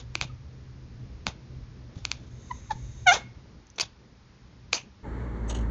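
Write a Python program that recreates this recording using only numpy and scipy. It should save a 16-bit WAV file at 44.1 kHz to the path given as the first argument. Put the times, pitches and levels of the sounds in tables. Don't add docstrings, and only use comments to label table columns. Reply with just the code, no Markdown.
import sys
import numpy as np
from scipy import signal
from scipy.fft import rfft, irfft, next_fast_len
from scipy.io import wavfile
from scipy.ndimage import map_coordinates

SR = 44100
rng = np.random.default_rng(int(sys.argv[2]) if len(sys.argv) > 2 else 0)


def undo_db(level):
    steps = np.asarray(level, float) / 20
    return 10 ** steps


def wrap_up_sound(samples):
    columns = np.atleast_2d(samples).T
    tamed = np.clip(columns, -1, 1)
    steps = np.round(tamed * 32767).astype(np.int16)
    wavfile.write(sys.argv[1], SR, steps)


N = 251370
CHANGE_S = 5.03


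def unit(x):
    return x / np.sqrt(np.mean(x ** 2) + 1e-20)


def along(points, hz):
    f, v = np.transpose(points)
    return np.interp(np.log(hz + 1), np.log(f + 1), v)


def curves(rows):
    s, *cols = np.transpose(rows)
    t = np.arange(N) / SR
    return [np.interp(t, s, c, left=-120, right=-120) for c in cols]


def wobble(rate, size):
    knots = rng.standard_normal(int(size * rate / SR) + 4)
    return map_coordinates(knots, [np.arange(size) * rate / SR])


def filtered(x, response):
    m = next_fast_len(len(x) + 4096)
    return irfft(rfft(x, m) * response(np.fft.rfftfreq(m, 1 / SR)), m)[:len(x)]


def modes(peaks, f):
    total = 0
    for k, (centre, width, db) in enumerate(peaks):
        resonance = 1j * f * width / (centre * centre - f * f + 1j * f * width)
        total = total + (-1) ** k * undo_db(db) * resonance
    return total


def noise(spectrum):
    return unit(filtered(rng.standard_normal(N), lambda hz: undo_db(along(spectrum, hz))))


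def add(track, s, sound):
    part = track[max(round(s * SR), 0):][:len(sound)]
    part += sound[:len(part)]


# frequency in Hz, width in Hz, level in dB re rumble.
HUM = [
    (62, 33, -5.5),
    (124.7, 13, -6.5),
]
# frequency in Hz, density in dB per Hz.
RUMBLE = [(13, -41.5), (22, -14), (65, 0), (92, -3.5), (124, 1.5), (150, -19), (200, -54.5), (330, -120)]
DUCTS = [(82, -33.5), (140, -8.5), (193, -4.5), (355, -13.5), (500, -17.5), (700, -25), (910, -51.5),
         (1540, -120)]
HISS = [(350, -28), (600, -11), (696, -11.5), (766, -4), (808, -1.5), (2290, -7.5), (2950, -10.5),
        (5300, -10), (6910, -17), (7600, -63.5), (9880, -83), (16700, -120)]
# time in seconds, change of level in dB.
SETTLES = [
    (0, 0.5),
    (3.2, 1.5),
    (3.7, -9.5),
    (4.56, -9.5),
    (5.04, -10),
]
RUMBLE_DB, DUCT_DB, HISS_DB = -46.5, -55.5, -65.5
DUCT_FOLLOWS, HISS_FOLLOWS = 0.49, 0.1


def quiet_room():
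    change_db, = curves(SETTLES)
    on = np.clip((CHANGE_S + .015 - np.arange(N) / SR) / .01, 0, 1)
    hum = np.zeros(N)
    for hz, width, db in HUM:
        tone = filtered(rng.standard_normal(N), lambda f: modes([(hz, width, 0)], f) ** 2)
        hum += undo_db(db) * unit(tone)
    low = undo_db(3.3 * wobble(9.9, N) - 3.5) * noise(RUMBLE) + hum
    duct_db = DUCT_DB + DUCT_FOLLOWS * change_db + 1.05 + 2.2 * wobble(14, N)
    ducts = undo_db(duct_db) * noise(DUCTS)
    hiss_db = HISS_DB + HISS_FOLLOWS * change_db + 3.0 + 0.54 * wobble(3.1, N)
    hiss = undo_db(hiss_db) * noise(HISS)
    return on * (undo_db(RUMBLE_DB + change_db + 1.0) * low + ducts + hiss)


# frequency in Hz, level in dB.
MOTOR = [
    (57, 3.5),
    (113, -5),
    (170, -15),
    (226, -10.5),
]
# frequency in Hz, density in dB per Hz.
BODY = [(15, -47), (25, -23), (39, -5), (59, -8.5), (85, -7), (117, -6.5), (156, -10.5), (377, -11),
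        (719, -25.5), (900, -17.5), (1170, -54), (1980, -120)]
AIR = [(290, -37), (500, -23), (549, 0.5), (718, -30), (906, -5.5), (1300, -9.5), (1620, -9.5),
       (2220, -13.5), (2410, -25), (4470, -28.5), (4850, -26.5), (7130, -40.5), (8100, -54.5),
       (10500, -95.5), (17800, -120)]
MOTOR_DB, BODY_DB, AIR_DB = -37.5, -37, -51
SETTLE_S, START_DB, SWELL_DB_PER_S = 0.024, -20.5, 12
BODY_FASTER, AIR_FASTER = 2.8, 3


def droning_room():
    t = np.arange(N) / SR - CHANGE_S

    def settle(faster):
        return START_DB * np.exp(-np.clip(t * faster / SETTLE_S, -2, None))

    motor_db = MOTOR_DB + settle(0.96) + SWELL_DB_PER_S * np.maximum(t - .3, 0)
    body_db = BODY_DB + settle(BODY_FASTER)
    air_db = AIR_DB + settle(AIR_FASTER)
    drift = np.cumsum(1 + 0.0305 * wobble(12, N)) / SR
    motor = np.zeros(N)
    for hz, db in MOTOR:
        motor += undo_db(db + 1.2 * wobble(5, N)) * np.sin(2 * np.pi * hz * drift)
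    on = np.clip(t / .008 + 1, 0, 1)
    body = undo_db(body_db - 1.6) * noise(BODY)
    air = undo_db(air_db + 3.0 + 0.75 * wobble(26, N)) * noise(AIR)
    return on * (undo_db(motor_db + 1.0) * motor + body + air)


# frequency in Hz, t60 in seconds.
WALLS = [(300, 0.08), (900, 0.26), (2300, 0.29), (7000, 0.14)]


def walls(x):
    hz, t, z = signal.stft(rng.standard_normal(SR // 2), SR, nperseg=256)
    decay = undo_db(-60 * t / along(WALLS, hz)[:, None])
    tail = signal.istft(z * decay, SR, nperseg=256)[1]
    return signal.fftconvolve(np.pad(x, (250, 0)), tail / np.linalg.norm(tail))[:N]


# start in seconds, peak level in dB, frequency in Hz.
THUDS = [(0.219, -35, 115), (0.25, -33.5, 135), (1.27, -33.5, 217), (1.284, -30.5, 99), (1.966, -31, 121),
         (2.73, -37, 143), (2.757, -33, 101.5), (3.797, -40.5, 370), (3.83, -42, 117.5),
         (4.732, -44.5, 104), (0.155, -41, 326), (4.73, -33, 502), (4.742, -40, 338), (4.764, -44, 250),
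         (3.166, -34, 482)]


def thuds():
    out, t = np.zeros(N), np.arange(SR // 8) / SR
    for s, db, hz in THUDS:
        decay = undo_db(db + 20.0 - 60 * t / 0.02)
        onset = 1 - np.exp(-t / 0.0057)
        add(out, s, decay * np.sin(2 * np.pi * hz * t) * onset)
    return out


# time in seconds, level in dB.
EXHALE = [
    (2.2, -84),
    (2.418, -67.5),
    (2.56, -61),
    (2.614, -65.5),
    (3.08, -64.5),
]


def exhale():
    nose = [(2030, 370, -16.5), (3735, 170, -12.5), (6400, 300, -7.5)]
    air = unit(filtered(rng.standard_normal(N), lambda f: modes(nose, f)))
    return undo_db(curves(EXHALE)[0] + 5.0) * air


SHAPES = {"open": (3500, -1.1, -0.5), "cupped": (2520, 1, 11), "teeth": (4660, -12.5, 0),
          "narrow": (6180, -3, 6.8), "round": (710, 15, 6), "huff": (2940, 0.5, 2.1),
          "chirping": (3600, 4.9, 0.71), "closing": (700, 30, 3), "lips": (6100, -33, 9.9)}
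PUFFS_BY_SHAPE = { "open": [(0, -47.5, .0014, .12), (.215, -34.5, .01, .095), (1.27, -35.5, .01, .091),
                  (1.945, -59.5, .027, .61), (2.055, -54.5, .0098, .9), (2.118, -49, .008, .15),
                  (3.122, -24.5, .021, .11), (3.781, -36, .0049, .035), (3.82, -35.5, .0087, .098)],
                  "cupped": [(.156, -48.5, .0082, .41), (.228, -44.5, .0047, .16), (3.18, -60, .02, .39),
                  (4.76, -42, .023, .15)], "teeth": [(3.801, -24, .013, .04), (4.732, -25.5, .011, .09)],
                  "narrow": [(3.066, -32.5, .0072, .2), (3.095, -29, .03, .15), (4.733, -31, .02, .12)],
                  "round": [(1.297, -46, .0028, .081)], "chirping": [(2.509, -52.5, .0036, .04),
                  (2.704, -35, .007, .08), (3.075, -33, .035, .15)], "closing": [(3.14, -33, .022, .16),
                  (4.735, -40, .01, .15)], "lips": [(3.667, -56, .002, .02), (3.7, -51, .002, .02),
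                  (3.758, -49.5, .002, .035)]}
HUFFS_BY_SHAPE = {"narrow": [(5.478, -42, 0.027, .046)], "huff": [(5.495, -34, 0.0056, 0.12),
                  (5.543, -40, 0.017, .14), (5.605, -54, 0.0087, 0.13)]}


def puffs(table):
    out, t = np.zeros(N), np.arange(SR // 3) / SR
    for name, rows in table.items():
        whistle_hz, low_db, whistle_db = SHAPES[name]
        mouth = [(740, 750, low_db), (2450, 400, -3.5), (4450, 6400, -14.5), (6770, 920, -6.5)]
        whistle = [(whistle_hz, 450, whistle_db)]
        for s, db, rise, t60 in rows:
            air = filtered(rng.standard_normal(len(t)), lambda f: modes(mouth, f) + modes(whistle, f))
            onset = np.sin(np.pi / 2 * np.clip(t / rise, 0, 1))
            decay = undo_db(-60 * np.maximum(t - rise, 0) / t60)
            flutter = undo_db(db + 2.5 * wobble(150, len(t)))
            add(out, s, flutter * onset * decay * unit(air))
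    return out


RISE_DB_PER_S, FALL_DB_PER_S, EDGE_S = 2300, 2200, .016
GLIDE_PER_S, DULL_PER_DB = 8, .35


def chirp(s, hz, db, slope_db, hold):
    rise, fall = RISE_DB_PER_S * EDGE_S, FALL_DB_PER_S * EDGE_S
    start_hz = hz * (1 + GLIDE_PER_S * EDGE_S)
    end_hz = hz * (1 - GLIDE_PER_S * hold / 2)
    return [(s - EDGE_S, start_hz, db - rise, slope_db - DULL_PER_DB * rise),
            (s, hz, db, slope_db),
            (s + hold, end_hz, db - 2, slope_db - 1000 * hold),
            (s + hold + EDGE_S, end_hz, db - fall, slope_db - DULL_PER_DB * fall)]


# peak in seconds, pitch in Hz, level in dB,
# overtone slope in dB per harmonic, hold in seconds.
CHIRPS = [
    (.3, 1265, -52, -30, .009),
    (2.514, 985, -25.5, -10, .001),
    (2.7105, 870, -23.5, -12, .006),
    (5.052, 875, -48, -30, .02),
]
# time in seconds, pitch in Hz, level in dB, overtone slope in dB per harmonic.
MEW = [(3.059, 800, -48, -9), (3.0705, 775, -17, -2.5), (3.079, 722, -17, -.8), (3.093, 724, -16.5, -.2),
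       (3.101, 694, -19.5, -1), (3.115, 722, -19.5, -3), (3.12, 790, -19, -3.2), (3.128, 815, -20.5, -4),
       (3.137, 920, -38, -18)]
# frequency in Hz, gain in dB.
THROAT = [(600, 0), (1450, 0), (2150, 0), (2850, -7), (3550, -7), (4300, -15), (5000, -25), (5700, -18),
          (6300, -13), (7200, -26)]
# frequency in Hz, width in Hz, level in dB.
GLASS = [(2155, 5, -7), (2180, 6, -7), (3600, 8, -11), (3640, 9, -11)]


def voice():
    out, k = np.zeros(N), np.arange(1, 11)[:, None]
    for call in [chirp(*row) for row in CHIRPS] + [MEW]:
        s, *cols = np.transpose(call)
        t = np.arange(s[0], s[-1], 1 / SR)
        hz, db, slope_db = (np.interp(t, s, c) for c in cols)
        jitter = 1 + .007 * wobble(250, len(t))
        phase = 2 * np.pi * np.cumsum(hz * jitter) / SR
        shimmer_db = np.sqrt(k) * .4 * np.array([wobble(200, len(t)) for _ in k])
        lag = .8 * k ** 2
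        lag = lag + .013 * k ** 2 * np.array([wobble(500, len(t)) for _ in k])
        overtone_db = slope_db * (k - 1) ** .8
        level = undo_db(db + overtone_db + along(THROAT, k * hz) + shimmer_db)
        add(out, s[0], np.sqrt(2) * np.sum(level * np.cos(k * phase + lag), axis=0))
    return out + filtered(out, lambda f: modes(GLASS, f))


# time in seconds, peak in dB, brightness in dB per octave, extra cavity ring in dB.
CLICKS = [(0.153, -7.5, 0.5, 2), (0.212, -7, 0.5, 1), (1.2669, -5.5, -1.5, -3.5), (2.0512, -7.5, 4, -0.5),
          (2.115, -6, 4.5, -0.5), (3.7976, -10, 2.5, -2.5), (4.7272, -23, -5.5, 1), (4.7285, -16, 2.5, -2),
          (4.7302, -3, 3, 3), (4.7325, -14.5, -1, -12)]
# time in seconds, peak in dB, brightness in dB per octave, cavity ring in dB.
BOUNCES = [
    (3.7838, -22, -3, 0),
    (3.7861, -20, 1, 0),
    (3.8003, -16, 1, 0),
]
# frequency in Hz, gain in dB.
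MOUTH = [(250, -24), (500, -13), (1100, -7), (1550, -7), (1880, -19), (2250, -1), (2480, 0), (3000, -10),
         (3900, -9), (4550, -5), (5400, -17), (6200, -11), (6900, -17), (7600, -34)]


def clicks():
    out, size = np.zeros(N), 1024
    hz = np.fft.rfftfreq(size, 1 / SR)
    ms = (np.arange(size) - size // 2) / SR * 1000
    for s, db, bright_db, cavity_db in CLICKS + BOUNCES:
        cavity = cavity_db * np.exp(-((hz - 2450) / 300) ** 2)
        gain = undo_db(along(MOUTH, hz) + cavity + bright_db * np.log2((hz + 100) / 2400))
        cepstrum = irfft(np.log(gain + 1e-3))
        phase = 2 * rfft(cepstrum[:size // 2], size).imag
        early = .00045 * np.exp(-((hz - 2750) / 750) ** 2)
        phase = phase + 2 * np.pi * np.cumsum(early) * hz[1]
        ring = np.roll(irfft(gain * np.exp(1j * phase)), size // 2)
        lead = undo_db(-26 + 2.5 * np.minimum(ms, 0)) * (ms < 0) * rng.standard_normal(size)
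        pulse = ring / np.abs(ring).max() + lead
        add(out, s + 0.001225 + ms[0] / 1000, undo_db(db - 1.77) * pulse)
    return out


# frequency in Hz, gain in dB.
MIC = [(100, -18), (250, -7), (500, -1), (700, 0), (6800, 0),
       (7300, 0), (7900, -22), (8800, -34), (9500, -54.5), (15000, -89), (16000, -120)]
# frequency in Hz, gain in dB.
LATE_COLOUR = [(20, 3), (4500, -3.5), (4950, -15.5), (5500, -6.5), (7900, 8), (8400, -5), (8900, -53),
               (16000, -120)]


def scene():
    cat = clicks() + puffs(PUFFS_BY_SHAPE) + voice() + exhale()
    cat = cat + undo_db(-21.5) * walls(cat)
    cat = cat / (1 + np.abs(cat / .52) ** 6) ** (1 / 6)
    cat = filtered(cat, lambda hz: undo_db(along(MIC, hz)))
    late = puffs(HUFFS_BY_SHAPE) + droning_room()
    late = filtered(late, lambda hz: undo_db(along(LATE_COLOUR, hz)))
    return (cat + thuds() + quiet_room() + late)[None]


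# time in seconds, peak in dB.
CRACKLE = [(3.8028, -38), (3.8065, -44), (3.8187, -36), (3.8228, -56), (5.6995, -55)]
TICK_LAG_S, TICK_DB, LOUD_DB = .01, -54, -10


def ticks():
    out = np.zeros(N)
    after_clicks = [(s + TICK_LAG_S, db + TICK_DB) for s, db, *_ in CLICKS if db > LOUD_DB]
    for s, db in CRACKLE + after_clicks:
        out[round(s * SR)] = undo_db(db + 29)
    colour = [(6000, -25), (9000, -8), (15500, -32), (16200, -90)]
    return filtered(out, lambda hz: undo_db(along(colour, hz)))


def top_cut(x):
    return signal.sosfilt(signal.butter(12, 15800, fs=SR, output="sos"), x)


def record(dry):
    return top_cut(dry + ticks())


dry = scene()
out = record(dry)
wrap_up_sound(out)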